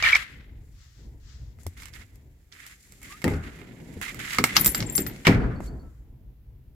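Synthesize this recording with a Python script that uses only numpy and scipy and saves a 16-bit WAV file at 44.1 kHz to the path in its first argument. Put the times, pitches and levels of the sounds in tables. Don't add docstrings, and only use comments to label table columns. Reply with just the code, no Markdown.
import sys
import numpy as np
from scipy import signal
from scipy.fft import rfft, irfft, next_fast_len
from scipy.io import wavfile

SR = 44100
rng = np.random.default_rng(int(sys.argv[2]) if len(sys.argv) > 2 else 0)


def boost(x):
    u = np.asarray(x, float) / 20
    return 10 ** u


def file_out(sig):
    cols = np.atleast_2d(sig).T
    lim = np.clip(cols, -1, 1)
    pcm = np.round(lim * 32767).astype(np.int16)
    wavfile.write(sys.argv[1], SR, pcm)


N = 297660

# f/Hz, density/dB per Hz
HISS = [(410, -29.5), (700, -3.5), (864, -8), (1950, -6), (8750, -19.5), (12000, -9.5), (15000, -7.5),
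        (16200, -16)]
# f/Hz, correlation
LIKENESS = [(60, 0.96), (180, 0.94), (550, 0.64), (1650, 0.047), (4970, 0.054), (15000, 0.037)]
# upper edge/Hz, level/dB, t60/s
CABIN = [(2500, -19, .22), (12000, -17, .07)]
# t/s, deep level/dB, upper level/dB
SHUDDER = [(0.0, -41, -59), (0.3, -48, -55), (0.64, -48, -61), (0.94, -52.5, -72.5), (0.99, -48, -52.5),
           (1.18, -49.5, -65), (1.4, -43, -62), (1.75, -48.5, -60), (2.18, -50.5, -60.5),
           (2.76, -61, -66.5), (3.0, -54, -59.5), (3.55, -58, -46.5), (4.4, -49, -47), (4.6, -47, -34),
           (5.04, -43.5, -41.5), (5.3, -46.5, -43.5), (5.95, -49, -63.5), (6.75, -46, -62)]
# f/Hz, density/dB per Hz
DEEP = [(12, -35.5), (20, -14), (38, -4.5), (54, 2), (110, -10.5), (130, -6.5), (170, -37.5), (290, -120)]
# f/Hz, density/dB per Hz
UPPER = [(65, -35), (110, -0.5), (226, -4.5), (265, -5.5), (412, -12), (487, -15), (544, -18.5), (685, -21),
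         (1000, -25.5), (1300, -49), (2200, -120)]
# t/s, trim buzz/dB, extra for its lowest bands/dB, shudder/dB
AFTERSHAKE = [(.165, -35, -21.5, -60), (3.247, -35, 0.5, -33), (5.273, -25.5, -2, -14.5)]
# low edge/Hz, high edge/Hz, level/dB, t60/s
TRIM_BANDS = [(590, 1000, 1, 0.5), (1060, 1770, -1.5, 0.88), (1624, 2200, -0.5, 0.32),
              (2627, 4500, -14, 0.26)]
# t/s, level/dB, f/Hz, t60/s
SWAY = (5.285, -23, 44, 1.1)
# start/s, crest/s, end/s, level/dB
SWISHES = [(0.72, 0.82, 1.06, -59.5), (0.93, 1.0, 1.14, -66), (1.2, 1.3, 1.53, -57)]
# f/Hz, density/dB per Hz
CLOTH = [(710, -17), (1200, -3), (1870, 0.5), (2330, -5), (2470, -3.5), (5240, 1), (7580, -4), (8500, -18),
         (11000, -51), (18700, -120)]
# t/s, level/dB
TAPS = [(1.589, -49.5), (1.634, -54), (1.6661, -27), (5.605, -24.5)]
# t/s, level/dB
PINGS = [(5.4085, -55), (5.5574, -53), (5.67, -48), (5.7947, -57.5)]
# f/Hz, level/dB, t60/s
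SPRING = [(4430, -1, 0.1), (4560, -11, 0.24), (4600, -13, .15)]
# t/s, body level/dB, treble re body/dB, pan of leather rub and rasp/dB
RUSTLE = [(0, -46.5, -13.5, 0.5), (.28, -46.5, -18, 4.5), (.5, -64, -17.5, 1), (.7, -76, 5, 2.5),
          (1.55, -78.5, -1.5, 5), (1.7, -68, 0.5, 5.5), (1.8, -63.5, -4, -7), (2.15, -69.5, -2, -4),
          (2.25, -76.5, -1, 1), (2.5, -78.5, 2.5, -5), (2.8, -66.5, 6.5, -0.5), (3.2, -58.5, -1.5, -2),
          (3.7, -59, -8, -5), (4.0, -58, -2, -6.5), (4.2, -49, -7.5, -5), (4.7, -46, -1.5, -1),
          (4.9, -48.5, -5, 0), (5.24, -54, -3.5, -0.5), (5.45, -74, 2.5, -1), (5.95, -80.5, 5, 3.5),
          (6.2, -95, 1, 2)]
# start/s, crest/s, nominal end/s, body level at crest/dB, treble re body/dB
RUBS = [(0.0, 0.001, 0.044, -31.5, -17), (0.026, 0.06, 0.17, -17.5, -19.5),
        (0.153, 0.161, 0.235, -31.5, -12), (1.593, 1.599, 1.66, -73, 12), (1.767, 1.82, 1.895, -47.5, -5.5),
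        (1.931, 1.952, 2.035, -46.5, -7), (2.518, 2.675, 2.756, -47, -6.5), (3.021, 3.042, 3.12, -51, -5.5),
        (3.079, 3.11, 3.2, -48, -8), (3.218, 3.219, 3.214, -34, -10.5), (3.29, 3.3, 3.37, -48.5, -3.5),
        (3.427, 3.441, 3.62, -49, -13.5), (4.013, 4.023, 4.12, -35, -9), (4.191, 4.355, 4.4, -33.5, -9),
        (4.463, 4.5, 4.55, -35.5, -13.5), (4.553, 4.563, 4.53, -24, -6), (4.581, 4.598, 4.7, -34.5, -5.5),
        (4.764, 4.772, 4.82, -40, -5.5), (4.984, 4.999, 5.01, -40, -6), (5.25, 5.257, 5.35, -27.5, -19),
        (5.602, 5.66, 5.69, -64.5, 10)]
# f/Hz, density/dB per Hz
RUB_BODY = [(410, -47), (700, -28.5), (900, -22.5), (1190, -11.5), (1650, -4.5), (2050, 0), (2350, -4.5),
            (2710, -9), (3500, -11.5), (6000, -25), (9000, -69.5)]
# f/Hz, density/dB per Hz
RUB_TREBLE = [(2060, -24.5), (3500, -7.5), (5090, -3), (5640, -5), (6490, -1), (7460, 2), (8150, -5),
              (10400, -6), (11800, -4.5), (14600, -15), (16000, -18.5)]
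# crest/s, level/dB, f at crest/Hz, time to -11 dB/s, glide/Hz per s
SQUEALS = [(0.04, -13, 2350, 0.0058, 1), (0.064, -12.5, 2270, 0.0038, 4.5), (0.074, -15, 1817, .008, 3),
           (0.133, -4.5, 2280, 0.0032, -0.5), (0.143, -13.5, 2270, 0.0036, 0),
           (0.149, -15, 2020, 0.0026, -1.5), (.1565, -5.5, 2260, 0.0026, -1),
           (0.162, -19.5, 2290, 0.0034, 2), (3.114, -45, 1140, 0.014, 2514),
           (3.141, -45.5, 1212, 0.022, 3500), (5.86, -64, 1325, 0.049, -600)]
# t/s, high groups/dB, lowest group/dB, middle groups/dB
JINGLES = [(4.5665, -26.5, -35.5, -30.5), (4.5941, -28, -39, -32), (4.6094, -26, -38.5, -34),
           (4.6458, -21.5, -30.5, -24.5), (4.664, -14.5, -25, -28.5), (4.6895, -30, -34, -31),
           (4.7159, -37, -33, -40), (4.7462, -28, -20.5, -39), (4.7552, -24.5, -29.5, -42),
           (4.7746, -34.5, -32.5, -43), (4.8614, -65, -41, -72), (4.8978, -44, -36.5, -55),
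           (4.9222, -35, -32, -47), (4.9571, -28.5, -38, -30), (4.9632, -27.5, -24.5, -35),
           (4.9773, -27, -25.5, -32), (5.0013, -39, -33.5, -38), (5.0176, -41, -32, -45),
           (5.0681, -36.5, -50, -44), (5.098, -49.5, -57.5, -60)]
# f/Hz, level/dB, t60 without webbing/s
TONGUE = [
    [(13782, 0, .2)],
    [(7420, 0, .1), (8210, -15, .3)],
    [(10525, 0, .3)],
    [(11955, 0, .4)],
    [(14086, 0, .2), (12592, -6, .08)],
]
# t/s, knock level/dB, deep swing level/dB, swing f/Hz, nominal t60/s
THUDS = [(1.665, -33.5, -21, 86, 0.092), (3.242, -19, -44, 80, 0.36), (3.261, -27, -22, 88.2, 0.29),
         (3.277, -17, -41, 72, .14), (3.309, -24.5, -31, 109.9, 0.32), (3.336, -29.5, -20.5, 80.4, 0.24),
         (3.436, -42, -38, 85.92, 0.17), (3.968, -34.5, -30.5, 91.3, 0.12), (4.388, -18.5, -29, 113, 0.23),
         (4.405, -23.5, -33, 111, 0.12), (4.439, -18, -37, 108.7, 0.086), (4.663, -21.5, -37, 95, 0.12),
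         (4.68, -28.5, -20.5, 55.4, 0.091), (4.983, -24, -32.5, 99.53, .31), (5.011, -29.5, -33, 51, 0.1),
         (5.269, -12, -22, 109.9, .3), (5.287, -9.5, -14.5, 114, 0.16), (5.3, -19.5, -37, 59, 0.27),
         (5.347, -21.5, -14, 90.7, 0.19), (5.41, -41, -20, 45.8, 0.11)]
# f/Hz, level/dB, t60 as share of the blow's nominal t60
FRAME = [(161.1, -3.5, 0.8), (200.2, -2.5, .7), (256, -2.5, .7), (310, -3.5, .6), (389, -5.5, 0.49),
         (482, -8, .5), (626, -16, .25), (804, -15.5, .12)]
# t/s, level/dB, edge re body/dB, treble/dB, pan/dB
CLACKS = [(0.025, -8.5, -15.5, -38, 2.5), (0.063, -17, -23.5, -36, -0.5), (0.123, -16, -14.5, -31.5, 0),
          (0.151, -10.5, -10, -28, -3.5), (1.587, -50, -21, -12, -5), (1.633, -58, -10, 15, 4),
          (1.666, -34, -7, 2, -3), (1.776, -46.5, -1.5, -3, 3), (1.801, -37.5, -6.5, -13.5, 2.5),
          (1.821, -36.5, -14, -9.5, -5.5), (1.833, -39.5, -3.5, -6, -1.5), (1.856, -34.5, -10.5, -6, -7.5),
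          (1.884, -39, -11, -12.5, 3), (1.937, -42, 1.5, -15, -2.5), (2.016, -43, -9, -20, -3.5),
          (2.157, -54.5, -7.5, 3, 10), (2.524, -45.5, 4.5, -30, -8), (2.665, -38, -6, -2.5, -7),
          (2.922, -44, -7, 2, -5), (3.017, -43, -15, -5.5, -8.5), (3.03, -43, -23, 5.5, -2),
          (3.124, -32.5, -10.5, -22.5, -4.5), (3.222, -32, -12, -12, -4.5), (3.242, -14, -15.5, -13.5, 0.5),
          (3.279, -16, -28.5, -19.5, 1), (3.337, -30.5, -15, -22, 3), (3.589, -41, -25.5, -12.5, 1.5),
          (3.616, -39, -39, -21, -15), (3.94, -43.5, -27, -5.5, -1.5), (4.014, -20, -21, -13.5, -6.5),
          (4.032, -32, -20, -9.5, -10.5), (4.067, -31.5, -14, -14, -10.5), (4.094, -32.5, -14, -7, -4.5),
          (4.145, -29, -22.5, -10, -5.5), (4.194, -31.5, -22.5, -14, -8), (4.307, -27, -8.5, -17, -8.5),
          (4.334, -23.5, -7, -10.5, -1.5), (4.347, -20.5, -13.5, -10.5, -5), (4.385, -4, -17, -19, -1),
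          (4.44, -5, -13.5, -8, -1), (4.566, -0.5, -6.5, -19, 2.5), (4.646, -18.5, -8.5, 0, -2),
          (4.66, -13.5, -9, 1.5, 2.5), (4.677, -25.5, -6, 5.5, -4), (4.747, -15.5, -7.5, -9.5, 1.5),
          (4.804, -21.5, -4, -13, 2.5), (4.825, -25, -5.5, -18, 2.5), (4.953, -33, -1.5, 11.5, 3.5),
          (4.979, -19, -6.5, -3.5, -6.5), (5.065, -23.5, -9.5, -9, 2), (5.098, -35.5, -12, -13, -1),
          (5.162, -39, -7.5, -14, 4), (5.253, -16, -20, -30, -2), (5.269, 1.5, -20, -26, -2),
          (5.276, -8, -21.5, -27, -1), (5.295, -23, -29.5, -37, 7), (5.31, -29.5, -29, -25, -1),
          (5.325, -21, -31.5, -37, -4), (5.605, -37, -29.5, -14.5, -4)]
# f/Hz, level/dB, t60/s
LATCH = [(1300, -6, .02), (2100, 0, .025), (2700, -6, .02)]
# f/Hz, density/dB per Hz
CLACK_BODY = [(250, -29.5), (500, -16.5), (900, -4.5), (1500, -2.5), (2060, -4), (3000, -10.5),
              (4500, -23.5), (8000, -69.5)]
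# f/Hz, density/dB per Hz
CLACK_EDGE = [(1800, -41), (3000, -4.5), (4300, -1), (5400, 0.5), (6500, -7), (10000, -36)]
# f/Hz, density/dB per Hz
CLACK_TREBLE = [(3530, -33.5), (6000, -5), (6460, -8), (7550, 2), (9080, -6), (12800, -3.5), (15200, -8),
                (16000, -20.5)]


def rms_one(x):
    return x / np.sqrt(np.mean(x ** 2) + 1e-20)


def in_time(rows):
    s, *columns = np.transpose(rows)
    return [np.interp(np.arange(N) / SR, s, c) for c in columns]


def drift(rate_hz):
    r = np.exp(-80 * np.pi * rate_hz / SR)
    white = rng.standard_normal(N // 40 + 2002)
    slow = signal.lfilter([1], [1, -2 * r, r * r], white)[2000:]
    return np.interp(np.arange(N) / 40, np.arange(len(slow)), rms_one(slow))


def at_hz(points, hz):
    table_hz, values = np.transpose(points)
    return np.interp(np.log(hz), np.log(table_hz), values)


def coloured(spectrum, grain_db=0.):
    size = next_fast_len(N)
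    white = rng.standard_normal((2, N)) * boost(grain_db * np.minimum(rng.exponential(1, N), 6))
    mid, side = rfft(white, size)
    hz = np.maximum(np.arange(len(mid)) * SR / size, 1)
    alike = np.clip(at_hz(LIKENESS, hz), -.9, 1)
    both = np.sqrt(1 + alike) * mid + np.sqrt(1 - alike) * side * [[1], [-1]]
    return rms_one(irfft(both * boost(at_hz(spectrum, hz)), size)[:, :N])


def sides(pan_db):
    return boost(np.array([pan_db / 2, -pan_db / 2]))


def add(out, s, piece):
    i = round(s * SR)
    out[..., i:i + piece.shape[-1]] += piece[..., :N - i]


def rung(modes, t, spread_db, stretch=1, detune=0.):
    total = 0
    for hz, db, t60 in modes:
        level = boost(db + spread_db * rng.standard_normal() - 60 * t / (t60 * stretch))
        tuned_hz = hz * (1 + detune * rng.standard_normal())
        total = total + level * np.sin(2 * np.pi * tuned_hz * t)
    return total


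def strokes(rows, start_drop_db, end_drop_db, lift_s):
    t = np.arange(N) / SR
    shape_db = [-100, -start_drop_db, 0, -end_drop_db, -100]
    return np.array([boost(db + np.interp(t, [start - .002, start, crest, end, end + lift_s], shape_db))
                     for start, crest, end, db, *_ in rows])


def rub_strokes():
    return strokes(RUBS, start_drop_db=10, end_drop_db=11.5, lift_s=100 / 1499)


def hiss():
    return boost(-74) * coloured(HISS)


def cabin(x):
    t = np.arange(SR // 3) / SR
    echo = 0
    for cut_hz, db, t60 in CABIN:
        tail = rng.standard_normal((2, len(t))) * boost(-60 * t / t60) * (t > .002)
        tail = signal.sosfilt(signal.butter(2, cut_hz, fs=SR, output="sos"), tail)
        echo = echo + boost(db) * tail / np.sqrt(np.sum(tail ** 2) / 2)
    return signal.fftconvolve(x, echo, axes=1)[:, :N]


def shudder():
    rise_s, t60_s = 0.082, 0.89
    deep_db, upper_db = in_time(SHUDDER)
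    shake, t = np.zeros(N), np.arange(SR) / SR
    for s, *_, db in AFTERSHAKE:
        add(shake, s, boost(db - 60 * t / t60_s) * (1 - np.exp(-(t / rise_s) ** 3)))
    lump_db = 2.2 * drift(5)
    deep = (boost(deep_db) + shake) * boost(lump_db) * coloured(DEEP)
    upper_gain = (boost(upper_db) + boost(-4.0) * shake) * boost(1.3 * lump_db + 0.5 * drift(22))
    return deep + upper_gain * coloured(UPPER)


def sway():
    start_s, db, hz, t60_s = SWAY
    t = np.maximum(np.arange(N) / SR - start_s, 0)
    return boost(db - 60 * t / t60_s) * np.sin(2 * np.pi * hz * t) * (1 - np.exp(-t / .015))


def aftershake():
    noise = coloured([(100, 0), (9000, 0)])
    out, t = np.zeros((2, N)), np.arange(SR) / SR
    for low_hz, high_hz, band_db, t60 in TRIM_BANDS:
        fade = np.zeros(N)
        for s, db, low_share_db, _ in AFTERSHAKE:
            share_db = low_share_db if low_hz < 1200 else 0
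            add(fade, s, boost(db + share_db + band_db - 60 * t / t60) * (1 - np.exp(-t / 0.0016)))
        band_filter = signal.butter(2, [low_hz, high_hz], "band", fs=SR, output="sos")
        band = signal.sosfilt(band_filter, noise)
        out += fade * rms_one(band) * boost(1.5 * drift(30))
    return out


def swish():
    gain = strokes(SWISHES, start_drop_db=14, end_drop_db=14.5, lift_s=100 / 397.5).sum(axis=0)
    return sides(5.5)[:, None] * gain * coloured(CLOTH)


def taps():
    out, t = np.zeros(N), np.arange(-200, 300) / SR
    swing = np.sin(2 * np.pi * 650 * t) * np.exp(-(t / .0007) ** 2)
    for s, db in TAPS:
        add(out, s - 200 / SR, boost(db) * swing)
    return out


def pings():
    out, t = np.zeros(N), np.arange(SR // 5) / SR
    for s, db in PINGS:
        ring = rung(SPRING, t, spread_db=0.5, detune=.006)
        add(out, s, boost(db) * ring * (1 - np.exp(-t / 0.0021)))
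    return out * boost(3.5 * drift(120))


def rub():
    slips_per_s, slip_db, slip_t60_s = 83, -8.5, 0.063
    rustle_db, share_db, pan_db = in_time(RUSTLE)
    gains = rub_strokes()
    slips = (rng.random(N) < slips_per_s / SR) * boost(slip_db) * np.minimum(rng.exponential(1, N), 2.5)
    slip_trace = signal.lfilter([1], [1, -boost(-60 / (slip_t60_s * SR))], slips)
    drag = boost(1.6 * drift(30)) * rms_one(1 + slip_trace)
    body_gain = (boost(rustle_db) + drag * gains.sum(axis=0)) * boost(1.5 * drift(40))
    treble_strokes = boost(np.array(RUBS)[:, -1]) @ gains
    treble_gain = (boost(rustle_db + share_db) + drag ** 0.42 * treble_strokes) * boost(1.4 * drift(40))
    body = body_gain * coloured(RUB_BODY, grain_db=3.3)
    treble = treble_gain * coloured(RUB_TREBLE, grain_db=2.5)
    return sides(pan_db) * (body + treble)


def rasp():
    catches_per_s = 260
    t, out = np.arange(SR // 20) / SR, 0
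    for mode in LATCH:
        sizes = boost(3.7 * np.minimum(rng.exponential(1, (2, N)), 4)) * rng.standard_normal((2, N))
        stereo = sizes[0] + .6 * sizes[1] * np.array([[1], [-1]])
        catches = (rng.random(N) < catches_per_s / SR) * stereo
        out = out + signal.fftconvolve(catches, rung([mode], t, spread_db=1)[None], axes=1)[:, :N]
    pan_db = in_time(RUSTLE)[2]
    return boost(-9) * sides(pan_db) * rub_strokes().sum(axis=0) * rms_one(out)


def squeals():
    t, out = np.arange(N) / SR, np.zeros(N)
    for s, db, hz, half_s, glide in SQUEALS:
        dt = t - s
        out += boost(db - 11.0 * (dt / half_s) ** 2) * np.sin(2 * np.pi * (hz + glide / 2 * dt) * dt)
    return out


def jingles():
    webbing_db_per_s, touch_spread_db = 249, 2.5
    groups, t = np.zeros((len(TONGUE), N)), np.arange(SR // 5) / SR
    ends = [row[0] for row in JINGLES[1:]] + [JINGLES[-1][0] + .03]
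    chance = touch_spread_db * rng.standard_normal((len(JINGLES), len(TONGUE)))
    for (s, high_db, low_db, middle_db), end, luck_db in zip(JINGLES, ends, chance):
        stop_db = -2500 * np.maximum(t - min(end - s, .06), 0)
        damped = boost(stop_db - webbing_db_per_s * t) * (1 - np.exp(-t / 0.0012))
        levels_db = [high_db, low_db, middle_db, middle_db, high_db - 6] + luck_db
        for out, db, modes in zip(groups, levels_db, TONGUE):
            add(out, s, damped * boost(db) * rung(modes, t, spread_db=1.5, detune=.0015))
    left, right = [sum(ring * boost(4.5 * drift(70) + 3.5 * drift(18)) for ring in groups)
                   for side in "lr"]
    return np.array([left, np.roll(right, 4)])


def thuds():
    out, t = np.zeros((2, N)), np.arange(SR // 2) / SR
    for s, knock_db, swing_db, swing_hz, t60 in THUDS:
        mid, side = [rung(FRAME, t, spread_db=2, stretch=max(t60, .03), detune=.05) for part in "ms"]
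        knock = boost(knock_db) * (mid + boost(-15.5) * side * [[1], [-1]]) * (1 - np.exp(-t / 0.0015))
        swing = boost(swing_db - 60 * t / (1.2 * t60)) * np.sin(2 * np.pi * swing_hz * t)
        swing = swing * (1 - np.exp(-t / 0.0029))
        add(out, s, knock + swing * sides(2.5)[:, None])
    return out


def clacks():
    body, edge, treble, rings = np.zeros((4, 2, N))
    t = np.arange(SR // 4) / SR
    for s, db, edge_db, treble_db, pan_db in CLACKS:
        gain = boost(db) * sides(pan_db)[:, None] * (1 - np.exp(-t / .0002))
        t60 = max(.085 + .0009 * db, .02)
        crack = gain * (boost(-60 * t / (0.11 * t60)) + boost(-8 - 60 * t / t60))
        treble_fade = boost(-60 * t / (0.13 * t60)) + boost(-17.0 - 60 * t / (1.8 * t60))
        add(body, s, crack)
        add(edge, s, crack * boost(edge_db))
        add(treble, s, gain * boost(treble_db) * treble_fade)
        add(rings, s, gain * rung(LATCH, t, spread_db=3, detune=.04))
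    cracks = boost(-9.5) * body * coloured(CLACK_BODY) + boost(1.5) * edge * coloured(CLACK_EDGE)
    return cracks + boost(3.0) * treble * coloured(CLACK_TREBLE) + boost(-8) * rings


def scene():
    lows = thuds() + (shudder() + sway() + taps()) * sides(0.93)[:, None]
    rubbing = rub() + rasp() + swish()
    seat = lows + aftershake() + rubbing + squeals() * sides(-1.5)[:, None]
    struck = clacks() + jingles() * sides(5.5)[:, None] + pings()
    return hiss() + seat + struck + cabin(struck)


def low_pass(x):
    return signal.sosfilt(signal.butter(12, 16390, fs=SR, output="sos"), x)


def record(dry):
    clipped = np.clip(dry, -1, 1)
    return low_pass(clipped)


dry = scene()
out = record(dry)
file_out(out)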